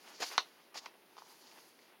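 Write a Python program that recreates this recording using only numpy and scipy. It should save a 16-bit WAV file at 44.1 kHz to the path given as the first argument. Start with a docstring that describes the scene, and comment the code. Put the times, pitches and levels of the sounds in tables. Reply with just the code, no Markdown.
"""Turning a page on a desk

Hands turn a page of a large book on a wooden desk and smooth it down, close by in a quiet room.
Skin and paper slide in dense tiny slips and the bending sheet crackles, each as coloured random clicks.
The page edge snaps against the book and fingers bump it lightly: short damped rings with a broad crack.
A palm rubs dully through one resonance; noise bands that die away give the echoes of desk and walls."""
import sys
import numpy as np
from scipy import signal
from scipy.fft import rfft, irfft
from scipy.io import wavfile
from scipy.ndimage import uniform_filter1d

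SR = 44100
rng = np.random.default_rng(int(sys.argv[2]) if len(sys.argv) > 2 else 0)


def digitize_waveform(pressure):
    """Quantize a signal to 16-bit integers and store it at the path in sys.argv[1].

    Rows of a 2-D input are taken as channels; values are limited to [-1, 1].
    """
    field = np.atleast_2d(pressure).T
    bounded = np.clip(field, -1, 1)
    quanta = np.round(bounded * 32767).astype(np.int16)
    wavfile.write(sys.argv[1], SR, quanta)


def gain_from_db(level_db):
    """Convert decibel levels to linear amplitude factors (20 dB per decade)."""
    decades = np.asarray(level_db, float) / 20
    return 10 ** decades


N = 88200

# Spectrum of the still room. Each row: frequency in Hz, relative density in dB per Hz.
ROOM_SPECTRUM = [(25, -32), (70, -24), (120, -16), (200, -3), (350, 3), (500, -1), (1000, -7.5), (2000, -9),
                 (3000, -9), (5000, -16.5), (6300, -23), (7800, -27), (10000, -14), (13000, -18),
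                 (15700, -16.5)]
# Echoes of desk and walls. Each row: band centre in Hz, relative level in dB, 60 dB decay time in seconds.
ECHO_BANDS = [(341, -8, 0.17), (610, -12.5, 0.14), (1080, -11.5, .1), (1990, -3.5, 0.063),
              (3230, -6.5, 0.14), (5320, -6, 0.13), (10600, -6.5, 0.11)]
# Taps on the book, plus at 0.3834 s a ringing echo of the edge's snap. Each row: start in seconds, peak level
# in dB, pitch of the ring in Hz, peak of its broad crack in dB relative to the ring.
TAP_EVENTS = [(0.2031, -38.5, 442, -20), (0.2256, -31.5, 1890, -14), (0.2292, -33, 900, -14),
              (0.2373, -37, 790, -6), (0.3794, -12, 3370, 4), (.3799, -17, 3700, -25),
              (.3804, -13.5, 1122, -9), (0.3808, -19.5, 2000, 6), (0.3834, -26, 1400, -8),
              (.7436, -45.5, 4760, 2), (.7572, -38.5, 790, -5), (.8590, -35.5, 4630, -4),
              (0.8604, -34.5, 2420, -9), (.8620, -35, 1020, -13), (.953, -52.5, 700, -20),
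              (1.168, -45, 1040, -2), (1.1801, -42, 1070, 0), (1.1849, -39.5, 1070, -5),
              (1.2206, -41, 980, -22), (1.441, -51, 900, 2), (1.47, -50, 3000, 0), (1.515, -50, 2500, -6),
              (1.587, -48.5, 1020, -4), (1.791, -47, 2180, 1)]
# Spectrum of the crack of stiff paper. Each row: frequency in Hz, relative density in dB per Hz.
CRACK_SPECTRUM = [(150, -39), (400, -7), (1100, -5), (2000, -8), (3400, -2.5), (5000, -6), (6300, -10),
                  (8000, -34.5), (9400, -36), (12000, -58), (16000, -67)]
# Palm dragging over the page. Each row: time in seconds, mean level of the rub in dB.
PALM_LEVEL = [(.78, -83), (.815, -65), (.85, -60), (.87, -77), (1.2, -77), (1.25, -69), (1.33, -67),
              (1.38, -76), (1.44, -71.5), (1.559, -69), (1.62, -83)]
# Hand on the page. Each row: time in seconds, then the mean levels in dB of the sliding hiss,
# the flexing sheet and the fine skin hiss.
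HAND_LEVELS = [(0, -65.5, -70.5, -77), (.05, -64.5, -62, -72), (.1, -60, -60, -67),
               (0.171, -61.5, -67.5, -86), (.198, -59.5, -54.5, -71), (0.204, -44.5, -52, -56),
               (0.219, -43.5, -45.5, -59.5), (0.23, -40.5, -36, -57), (.25, -47, -51.5, -60),
               (.262, -45.5, -55, -59), (.29, -47.5, -69, -56.5), (.305, -52, -52, -62),
               (.33, -50.5, -52, -56.5), (.355, -53.5, -50.5, -71), (.372, -57, -53, -67),
               (.44, -70, -68, -72), (.6, -72.5, -70, -97), (0.739, -81.5, -73, -90),
               (.745, -55, -51.5, -66), (0.752, -54, -57, -70), (.758, -53.5, -51, -63),
               (.768, -52, -57, -66), (.776, -44.5, -56, -65), (.792, -51.5, -63, -70),
               (0.801, -70, -65.5, -78), (.83, -62.5, -69, -84), (.855, -66, -63, -72),
               (0.899, -78, -68.5, -92), (1.0, -78, -75.5, -90), (1.16, -75.5, -72.5, -88),
               (1.19, -62.5, -68, -72), (1.21, -69, -69, -76), (1.3, -64, -69, -67),
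               (1.39, -68.5, -73.5, -73.5), (1.47, -61.5, -74.5, -77), (1.55, -67, -67.5, -69.5),
               (1.6, -63, -66.5, -68.5), (1.63, -70, -73.5, -72), (1.69, -67, -70, -67),
               (1.74, -73, -79, -84), (1.88, -72, -70, -84), (2, -96.5, -75.5, -88)]
# Spectrum of sliding. Each row: frequency in Hz, relative density in dB per Hz.
SLIDE_SPECTRUM = [(120, -44), (300, -17.5), (1000, -13), (2500, -9), (3800, -6), (4700, 1), (5500, -3.5),
                  (6800, -5.5), (7900, -19.5), (10000, -22.5), (15500, -33)]
# Spectrum of the flexing sheet. Each row: frequency in Hz, relative density in dB per Hz.
FLEX_SPECTRUM = [(60, -61), (150, -27.5), (300, -7.5), (500, -5), (900, 0.5), (1300, -3), (1900, -4),
                 (2700, -4.5), (4000, -14.5), (8000, -48.5)]
# Spectrum of the fine skin hiss. Each row: frequency in Hz, relative density in dB per Hz.
SKIN_SPECTRUM = [(3000, -31), (6500, -3), (7900, -7.5), (10000, 0), (12500, -1), (15500, -10)]


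def colour(x, points):
    """Minimum-phase filtering: the folded cepstrum gives a causal response; the output has rms 1."""
    hz, db = np.array(points, float).T
    grid_hz = np.maximum(np.arange(2049) * SR / 4096, 1)
    magnitude = gain_from_db(np.interp(np.log(grid_hz), np.log(hz), db))
    cepstrum = irfft(np.log(magnitude))
    cepstrum[1:2048] *= 2
    cepstrum[2049:] = 0
    response = irfft(np.exp(rfft(cepstrum)))
    y = signal.fftconvolve(x, response)[:len(x)]
    return y / np.sqrt(np.mean(y ** 2))


def walk(steps_per_s):
    """Low-pass random process: held random steps, smoothed twice, wander with a spread near 1."""
    k = int(SR / steps_per_s)
    steps = np.repeat(rng.standard_normal(N // k + 1), k)
    smooth = uniform_filter1d(uniform_filter1d(steps, k), k)
    return 1.3 * smooth[:N]


def slips(per_s, spread_db):
    """Stick-slip friction as a random pulse train: independent clicks of uneven size and either sign."""
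    happens = rng.random(N) < per_s / SR
    size_db = spread_db * rng.exponential(size=N)
    return happens * rng.standard_normal(N) * gain_from_db(size_db)


def still_room():
    """Stationary background noise: hiss of air and microphone, wavering slightly in level."""
    level_db, flicker_db = -66, 0.6
    hiss = colour(rng.standard_normal(N), ROOM_SPECTRUM)
    return hiss * gain_from_db(level_db + flicker_db * walk(5))


def room_tail():
    """Diffuse reverberation: the dense echoes are noise bands, each decaying exponentially."""
    delay_s = 0.0029  # half-way point of the fade-in
    t = np.arange(SR // 4) / SR
    tail = np.zeros(len(t))
    for hz, db, t60_s in ECHO_BANDS:
        sos = signal.butter(2, [hz / 1.4, hz * 1.4], "bandpass", fs=SR, output="sos")
        band = signal.sosfilt(sos, rng.standard_normal(len(t)))
        tail += gain_from_db(db) * band * np.exp(-np.log(1000) * t / t60_s)
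    fade_in = np.clip(t / delay_s - 0.5, 0, 1) 
    return tail * fade_in / np.sqrt(SR / 200)


def chatter(hits):
    """Convolution with decaying treble noise: every tap is followed by a dense spray of thin repeats."""
    level_db, t60_s, above_hz, gap_s = -19, 0.025, 1860, 0.0008
    t = np.arange(1, 2048) / SR
    sos = signal.butter(2, above_hz, "highpass", fs=SR, output="sos")
    noise = signal.sosfilt(sos, rng.standard_normal(len(t)))
    spray = gain_from_db(level_db) * noise * np.exp(-np.log(1000) * t / t60_s)
    response = np.r_[1, spray * (t > gap_s)]  # the leading 1 passes the tap itself
    return signal.fftconvolve(hits, response)[:N]


def taps():
    """Impact excitation of a damped mode: a patch of paper rings for a few cycles, with a broad crack."""
    ring_cycles = 4.85  # cycles in which the decay factor falls 60 dB
    rise_cycles = 0.48  # build-up constant
    t = np.arange(2048) / SR
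    out = np.zeros(N + len(t))
    impulse = 1.0 * (t == 0)
    crack = colour(impulse, CRACK_SPECTRUM)
    crack /= np.abs(crack).max()
    for start_s, peak_db, hz, crack_db in TAP_EVENTS:
        cycles = hz * t
        decay = np.exp(-np.log(1000) * cycles / ring_cycles)
        rise = (1 - np.exp(-cycles / rise_cycles)) ** 2
        ring = np.sin(2 * np.pi * cycles) * decay * rise
        blow = ring / np.abs(ring).max() + gain_from_db(crack_db) * crack
        first = int(start_s * SR)
        out[first:first + len(t)] -= gain_from_db(peak_db) * blow / np.abs(blow).max()
    return out[:N]


def palm():
    """Resonance driven by friction noise: a dull rub rings the hollow under the dragging hand."""
    centre_hz, width_hz = 900, 320  # width of one pass; two are made
    time_s, level_db = np.array(PALM_LEVEL).T
    b, a = signal.iirpeak(centre_hz, centre_hz / width_hz, fs=SR)
    once = signal.lfilter(b, a, rng.standard_normal(N))
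    rub = signal.lfilter(b, a, once)
    return rub / np.std(rub) * gain_from_db(np.interp(np.arange(N) / SR, time_s, level_db))


def rustle():
    """Stick-slip friction: dense slips hiss, the bending sheet crackles coarser, skin hisses smoothly."""
    t = np.arange(N) / SR
    time_s, slide_db, flex_db, skin_db = np.array(HAND_LEVELS).T
    # slips: clicks per second, mean size in dB; each level flickers by some dB, in steps per second
    slide = colour(slips(28000, 1.2), SLIDE_SPECTRUM)
    slide *= gain_from_db(np.interp(t, time_s, slide_db) + 1.4 * walk(60.06))
    flex = colour(slips(7000, 1.9), FLEX_SPECTRUM)
    flex *= gain_from_db(np.interp(t, time_s, flex_db) + 2.86 * walk(48.95))
    skin = colour(rng.standard_normal(N), SKIN_SPECTRUM)
    skin *= gain_from_db(np.interp(t, time_s, skin_db) + 1.8 * walk(30))
    return slide + flex + skin


def scene():
    """Superposition: paper, taps and their echoes, thin in the bass, are added to the still room."""
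    low_cut_hz, paper_echo_db = 153, -9
    background = still_room()
    hits = taps()
    paper = palm() + rustle()
    echoes = signal.fftconvolve(hits + gain_from_db(paper_echo_db) * paper, room_tail())[:N]
    low_cut = signal.butter(3, low_cut_hz, "highpass", fs=SR, output="sos")
    hands = signal.sosfilt(low_cut, paper + chatter(hits) + echoes)
    return (hands + background)[None]


def top_cut(x):
    """Nothing passes above the cut-off."""
    return signal.sosfilt(signal.butter(12, 16250, fs=SR, output="sos"), x)


def record(dry):
    """Signal chain: the finished mix passes through one last stage."""
    return top_cut(dry)


dry = scene()
out = record(dry)
digitize_waveform(out)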